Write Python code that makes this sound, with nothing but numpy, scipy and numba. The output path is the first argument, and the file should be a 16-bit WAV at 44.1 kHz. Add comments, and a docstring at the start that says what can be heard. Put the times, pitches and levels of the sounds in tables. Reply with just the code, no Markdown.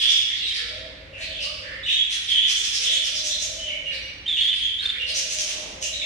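"""Budgerigars call and scold in a bare, ringing room, a few metres from a phone with two microphones.
From the start a motor drones through the walls and the building hisses. Warbling whistles join in,
then a dove coos further off, three times in all. The loud opening call returns at 2.3 s. A bird beside
the phone chirps once early on and in a quick run from 4.3 s; from 5.2 s something rustles.
Throughout, the phone's gain control turns everything down under loud calls."""
import sys
import numpy as np
from scipy import signal
from scipy.fft import rfft, irfft
from scipy.io import wavfile
from scipy.ndimage import uniform_filter1d
from numba import njit

SR = 44100
rng = np.random.default_rng(int(sys.argv[2]) if len(sys.argv) > 2 else 0)


def pcm_store(signal):
    """Save signal as 16-bit PCM."""
    levels = np.round(np.clip(np.atleast_2d(signal), -1, 1) * 32767)
    wavfile.write(sys.argv[1], SR, levels.astype(np.int16).T)


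N = 266805


def undb(db):
    """Turns decibels into a number to multiply by."""
    return 10 ** (np.asarray(db) / 20)


def set_level(x, db):
    """Scales a sound to an average (RMS) level."""
    return x * undb(db) / np.sqrt(np.mean(x ** 2))


def look_up(table, hz):
    """Reads between the rows of a (frequency, value) table, with octaves evenly spaced."""
    row_hz, values = np.transpose(table)
    return np.interp(np.log(hz + 1), np.log(row_hz + 1), values)


def colour(x, gain_at):
    """Makes each frequency louder or softer by gain_at(hz)."""
    return irfft(rfft(x) * gain_at(np.fft.rfftfreq(x.shape[-1], 1 / SR)), x.shape[-1])


def shape(x, spectrum, db):
    """Colours a sound by a (frequency_hz, gain_db) table, then sets its level."""
    return set_level(colour(x, lambda hz: undb(look_up(spectrum, hz))), db)


def resonance(hz, centre_hz, width_hz):
    """A hump that is 1 at its centre and falls away on both sides."""
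    return 1 / (1 + (2 * (hz - centre_hz) / width_hz) ** 2)


def wander(rate_hz):
    """A smooth random wobble of typical size 1; a higher rate makes it quicker."""
    return set_level(colour(rng.standard_normal(N), lambda hz: np.exp(-(hz / rate_hz) ** 2)), 0)


def span(start_s, length_s, fade_s):
    """A note's samples, its progress from 0 to 1, and a swell that fades in and out."""
    at = slice(int(start_s * SR), min(int((start_s + length_s) * SR), N))
    progress = np.linspace(0, 1, at.stop - at.start)
    rise = progress if start_s else 1  # a note at time zero is already sounding
    ramp = np.clip(np.minimum(rise, 1 - progress) * length_s / fade_s, 0, 1)
    return at, progress, np.sin(np.pi / 2 * ramp) ** 2


def stereo_noise(size):
    """Noise that reaches the two microphones from all around; they hear the bass most alike."""
    # how alike the two sides are: frequency_hz, likeness (-1 to 1)
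    likeness = [(60, 0.77), (290, 0.95), (630, 0.46), (1380, -0.075), (3000, 0.038)]
    common, opposite = rng.standard_normal((2, size))
    common = colour(common, lambda hz: np.sqrt((1 + look_up(likeness, hz)) / 2))
    opposite = colour(opposite, lambda hz: np.sqrt((1 - look_up(likeness, hz)) / 2))
    return np.array([common + opposite, common - opposite])


def phrase(notes, warble_hz, start_s=0, db=0):
    """Gives a pattern of notes a warble depth, a start time and a level."""
    return [(start_s + after_s, length_s, first_hz, last_hz, warble_hz, db + note_db)
            for after_s, length_s, first_hz, last_hz, note_db in notes if start_s + after_s < N / SR]


def sing(notes, warble_rate_hz, flutter_rate_hz, flutter, octave_db, breath_db, fade_s):
    """A bird's voice box (syrinx) makes a gliding, warbling tone, rough with flutter and breath."""
    # air rushing past the voice box: frequency_hz, gain_db
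    breath_spectrum = [(1000, -42), (1900, -3), (3200, 1.5), (5500, -19), (9000, -24), (15000, -60.5)]
    warble = wander(warble_rate_hz)
    tremble = 1 + flutter * wander(flutter_rate_hz)
    breath = shape(rng.standard_normal(N), breath_spectrum, breath_db)
    out = np.zeros(N)
    for start_s, length_s, first_hz, last_hz, warble_hz, db in notes:
        at, progress, swell = span(start_s, length_s, fade_s)
        pitch_hz = first_hz + (last_hz - first_hz) * progress + warble_hz * warble[at]
        phase = 2 * np.pi * np.cumsum(pitch_hz) / SR
        tone = np.sin(phase) + undb(octave_db) * np.sin(2 * phase)
        out[at] += undb(db) * swell * (tremble[at] * tone + breath[at])
    return out


def windpipe(x, centre_hz=3436, width_hz=160, boost_db=2.8, beak_hz=1250):
    """The windpipe lifts notes near its own pitch; the small beak lets no low sound out."""
    x = colour(x, lambda hz: 1 / (1 + (beak_hz / (hz + 1)) ** 8))
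    return colour(x, lambda hz: 1 + (undb(boost_db) - 1) * resonance(hz, centre_hz, width_hz))


def far_whistles():
    """Budgerigars across the room whistle and twice give a loud call of three falling notes."""
    # notes of the loud call: after_s, length_s, first_pitch_hz, last_pitch_hz, level_db
    call_notes = [(0, .055, 3485, 3050, -2), (.06, 0.044, 3420, 3198, 2.5), (.132, 0.041, 3430, 3300, -0.5)]
    # each loud call: start_s, level_db
    call_times = [(0, -9.5), (2.279, -9)]
    # whistled notes: start_s, length_s, first_pitch_hz, last_pitch_hz, warble_hz, level_db
    whistle_notes = [(.22, 0.11, 3138, 3515, 323, -30), (.28, 0.061, 2030, 1940, 120, -27.5),
                     (.35, 0.023, 3450, 3900, 198, -20), (.39, .05, 2730, 2674, 100, -26),
                     (.415, 0.069, 3990, 3754, 116, -19), (.5, 0.097, 2303, 1736, 283, -27),
                     (.54, 0.054, 3870, 3520, 570, -24.5), (1.125, 0.057, 2850, 2700, 205, -33),
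                     (1.16, 0.097, 1710, 2045, 200, -37.5), (1.195, 0.048, 2606, 2550, 180, -26.5),
                     (1.3, 0.084, 3124, 3430, 212, -30), (1.385, 0.054, 2855, 2850, 215, -24),
                     (1.44, 0.042, 1086, 1210, 29.8, -28.5), (1.62, 0.16, 1690, 2088, 209.2, -32),
                     (1.825, 0.0403, 3470, 3940, 256, -23.5), (1.855, 0.059, 3097, 2898, 195, -14),
                     (1.88, 0.06, 3662, 3635, 99, -13), (1.95, 0.064, 3380, 3293, 58.5, -14),
                     (2.62, 0.034, 3120, 3170, 153, -26), (2.83, 0.087, 3715, 3063, 294.5, -14),
                     (2.9, 0.065, 2970, 3695, 278, -13.5), (3.155, 0.041, 3440, 3980, 252, -24),
                     (3.29, 0.046, 3550, 3943, 300, -17), (3.58, 0.066, 3060, 3012, 45.3, -24.5),
                     (3.652, 0.052, 2967, 2933, 35, -22), (3.69, 0.051, 2520, 2180, 203, -24),
                     (3.853, 0.033, 2822, 2920, 45.7, -19.5), (3.9, 0.028, 2086, 2195, 301, -21.5),
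                     (4.005, 0.044, 5830, 5700, 40, -41), (4.33, 0.08, 3294, 3590, 195, -15),
                     (4.385, 0.026, 4190, 4330, 98, -23), (4.6, 0.0704, 3325, 3142, 99.6, -16),
                     (4.8, 0.043, 1627, 1475, 149, -28), (4.92, 0.051, 2090, 2207, 197, -26),
                     (4.99, 0.041, 2947, 2796, 110, -18), (5.82, 0.041, 3313, 2590, 304, -23),
                     (5.92, 0.038, 3800, 3815, 97, -20), (5.987, 0.043, 3690, 3655, 121, -20.5),
                     (6.01, 0.056, 2850, 2080, 286, -22)]
    notes = list(whistle_notes)
    for start_s, db in call_times:
        notes += phrase(call_notes, warble_hz=166.4, start_s=start_s, db=db)
    return windpipe(sing(notes, warble_rate_hz=150, flutter_rate_hz=500, flutter=.25,
                         octave_db=-25, breath_db=-14, fade_s=.011))


def scolding(slap_rate_hz=420, jitter=.4, scatter_db=3.5, width_share=.31):
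    """Membranes in the voice box slap unevenly; each slap rings the throat and leaves a harsh rasp."""
    # scolding bursts: start_s, throat_hz, level_db, rasp_db (compared with the throat)
    bursts = [(0, 5000, -27, 6.5), (0.072, 5390, -18.5, -6), (.33, 4600, -31.5, -18),
              (.448, 5000, -34.5, 4), (.523, 4930, -29, -2.5), (1.172, 6900, -47, 2),
              (1.202, 4150, -30, -18), (1.394, 4750, -26.5, -7), (1.89, 6000, -33.5, -7),
              (2.09, 5820, -28, 7), (2.27, 5340, -33.5, 9), (2.459, 5606, -19.5, 0.8),
              (2.545, 6470, -24, -26), (2.612, 5600, -23, -1.5), (2.715, 5460, -19.5, -3),
              (2.798, 5800, -23, -1), (2.896, 6600, -25.5, 2.5), (3.02, 5480, -23.5, -1.5),
              (3.133, 5370, -22, -18), (3.226, 5970, -19.5, -12), (3.386, 6060, -23, -9),
              (3.904, 4170, -31, -8), (4.4, 5640, -41, 11), (4.525, 4830, -39, 12.5), (4.8, 4400, -37, 8.5),
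              (5.057, 4480, -26, -1.5), (5.134, 5870, -17.5, -6.5), (5.289, 6230, -24.5, -2.5),
              (5.369, 5830, -21, -7), (5.458, 5950, -30, 3), (5.805, 6120, -23, -8.5)]
    # tone colour of the rasp: frequency_hz, gain_db
    rasp_spectrum = [(710, -89.5), (1200, -24), (2510, -3.5), (3230, -2), (4030, -4.5), (5950, -30.5),
                     (9170, -18.5), (10900, -30.5), (14900, -66.5)]
    gaps = SR / slap_rate_hz * np.exp(jitter * rng.standard_normal(N // 20))
    slap_at = np.cumsum(gaps).astype(int)
    slaps = np.zeros(slap_at[-1] + N)
    slaps[slap_at] = undb(scatter_db * rng.standard_normal(len(slap_at)))
    slaps = slaps[:N] + .06 * rng.standard_normal(N)  # a little hiss between slaps
    rasp = shape(slaps, rasp_spectrum, 0)
    out = np.zeros(N)
    for start_s, throat_hz, db, rasp_db in bursts:
        at, _, swell = span(start_s, length_s=.059, fade_s=.02)
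        throat = colour(slaps[at], lambda hz: resonance(hz, throat_hz, width_share * throat_hz))
        out[at] += swell * (set_level(throat, db) + undb(db + rasp_db) * rasp[at])
    return out


def direct(x, db, lag_s=0):
    """Sound going straight to the microphones; from the side it reaches the right one later."""
    return undb(db) * np.array([x, np.roll(x, int(lag_s * SR))])


def room_echo(x, early_db=3.5, early_s=.05, build_s=.008):
    """Bare walls give strong early echoes, then a tail that loses its treble first."""
    # time the echo takes to fall by 60 dB: frequency_hz, decay_s
    decay_times = [(300, 0.86), (1500, 1.4), (3000, 1.14), (6000, 0.89), (10000, 0.76)]
    t = np.arange(int(1.6 * SR)) / SR
    noise, tail = stereo_noise(len(t)), 0
    for centre_hz in 250 * 2 ** np.arange(0, 6.6, .5):  # overlapping bands, half an octave apart
        decay_s = look_up(decay_times, centre_hz)
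        band = colour(noise, lambda hz: np.clip(1 - 2 * np.abs(np.log2((hz + 1) / centre_hz)), 0, 1))
        even_energy = np.sqrt(2 * np.log(1000) / decay_s / SR)  # a longer decay adds no energy
        tail += band * 10 ** (-3 * t / decay_s) * even_energy
    tail *= 1 - np.exp(-(t / build_s) ** 2)
    tail *= undb(early_db * np.exp(-(t / early_s) ** 2))
    return signal.fftconvolve(x[None], tail, axes=1)[:, :N]


def motor(shaft_hz=18.55):
    """A motor hums at multiples of its turning rate; each tone wavers and comes from its own side."""
    # tones of the hum: multiple, level_db
    tones = [(3, -49), (4, -55.5), (5, -53.5), (8, -61), (10, -65), (15, -63), (16, -61)]
    shaft_phase = 2 * np.pi * shaft_hz * np.arange(N) / SR
    side_shift = np.array([[.053], [-.053]])  # left and right, in radians
    out = np.zeros((2, N))
    for multiple, db in tones:
        loudness = undb(db + 2.94 * wander(5.7))
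        phase = multiple * shaft_phase + 2 * np.pi * rng.random() + 1.06 * wander(3.5)
        out += loudness * np.sin(phase + side_shift * (-1) ** multiple)
    return out


def building_noise(db=-47, swell_db=.42):
    """The building rumbles and hisses, swelling a little."""
    # tone colour of the rumble and hiss: frequency_hz, gain_db
    noise_spectrum = [(20, -3), (45, 16.5), (100, 6.5), (300, 3), (700, -3), (1300, -4), (2200, 5),
                      (5000, -14.5), (15000, -40)]
    return shape(stereo_noise(N), noise_spectrum, db) * undb(swell_db * wander(.67))


def dove_coos(warble_hz=15.7, middle_after_s=.38, middle_db=.78):
    """A dove repeats a low phrase: an opening, a held note of varying pitch and length, a closing."""
    # phrases: start_s, middle_pitch_hz, closing_start_s, level_db
    coos = [(.57, 541.4, 1.16, -44), (2.73, 597.7, 3.39, -43.5), (4.96, 607, 5.69, -43.5)]
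    # notes of the two halves: after_s, length_s, first_pitch_hz, last_pitch_hz, level_db
    opening = [(-.16, 0.074, 455, 453, -6), (0, 0.276, 491.7, 527.8, -2), (.085, 0.219, 621.7, 623.4, 0.1)]
    closing = [(0, 0.241, 629.6, 628.4, -0.3), (.05, .2, 535, 545.2, -2), (.22, .17, 597, 603, 1.9),
               (.42, 0.151, 529.3, 540.8, 3.5)]
    notes = []
    for start_s, middle_hz, closing_s, db in coos:
        held_s = closing_s - start_s - middle_after_s
        middle = (middle_after_s, held_s, middle_hz, middle_hz, middle_db)
        notes += phrase(opening + [middle], warble_hz, start_s, db)
        notes += phrase(closing, warble_hz, closing_s, db)
    return sing(notes, warble_rate_hz=35, flutter_rate_hz=90, flutter=.45,
                octave_db=-50, breath_db=-70, fade_s=.03)


def near_chirps():
    """The bird beside the phone sings short, fluttering chirps."""
    # chirps: start_s, length_s, first_pitch_hz, last_pitch_hz, level_db
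    chirp_notes = [(.503, 0.035, 3150, 3270, -27.5), (4.256, 0.021, 2960, 3360, -29.5),
                   (4.275, 0.075, 3657, 3326, -22), (4.365, 0.048, 2875, 2974, -23),
                   (4.405, 0.063, 3438, 3185, -19), (4.472, 0.038, 3380, 3500, -18),
                   (4.5, 0.049, 3080, 2995, -23.5), (4.526, 0.026, 3480, 3430, -22),
                   (4.784, 0.033, 3546, 3930, -26), (4.822, .033, 4280, 4150, -32),
                   (4.852, 0.019, 3677, 3500, -19), (4.889, 0.025, 3416, 3680, -21)]
    return sing(phrase(chirp_notes, warble_hz=59.7), warble_rate_hz=120, flutter_rate_hz=350,
                flutter=.45, octave_db=-31, breath_db=-16, fade_s=.007)


def rustle(start_s=5.2, length_s=1.1, db=-46, flicker_db=2.0):
    """Something brushes about nearby: a soft, uneven swell of low noise."""
    at, _, swell = span(start_s, length_s, fade_s=length_s / 2)
    noise = colour(stereo_noise(len(swell)), lambda hz: resonance(hz, centre_hz=598, width_hz=1105))
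    out = np.zeros((2, N))
    out[:, at] = set_level(noise, db) * swell * undb(flicker_db * wander(26)[at])
    return out


def scene(side_lag_s=.00036):
    """The birds are heard directly and as echo, over the motor, the rustle and the building."""
    whistles, chirps, dove, scolds = far_whistles(), near_chirps(), dove_coos(), scolding()
    from_side = direct(whistles, -9, side_lag_s) + direct(scolds, -8, side_lag_s)
    from_middle = direct(chirps, 4) + direct(dove, -9)
    echo = room_echo(whistles + scolds + chirps + dove)
    return from_side + from_middle + echo + motor() + rustle() + building_noise()


@njit
def follow_level(x, attack, release):
    """Tracks a level, rising by the attack share and sinking by the release share each sample."""
    out, level = np.empty(len(x)), x[0]
    for i in range(len(x)):
        level += (x[i] - level) * (attack if x[i] > level else release)
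        out[i] = level
    return out


def record(dry, threshold_db=-36, ratio=1.35, attack_s=.022, release_s=.04, top_hz=15050):
    """The right microphone faces the birds; gain control turns loud parts down; the top treble is cut."""
    # balance of the microphones: frequency_hz, left_minus_right_db
    balance = [(60, 0.5), (400, 0), (2000, -3.5), (10000, -1)]
    left = colour(dry[0], lambda hz: undb(look_up(balance, hz) / 2))
    right = colour(dry[1], lambda hz: undb(-look_up(balance, hz) / 2))
    mics = np.array([left, right])
    loudness = uniform_filter1d(np.abs(mics).mean(0), size=2000)
    tracked = follow_level(loudness, 1 / (attack_s * SR), 1 / (release_s * SR))
    gain = np.minimum(undb(threshold_db) / tracked, 1) ** (1 - 1 / ratio)
    treble_cut = signal.ellip(14, .3, 70, top_hz, fs=SR, output="sos")
    return signal.sosfilt(treble_cut, mics * gain)


dry = scene()
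out = record(dry)
pcm_store(out)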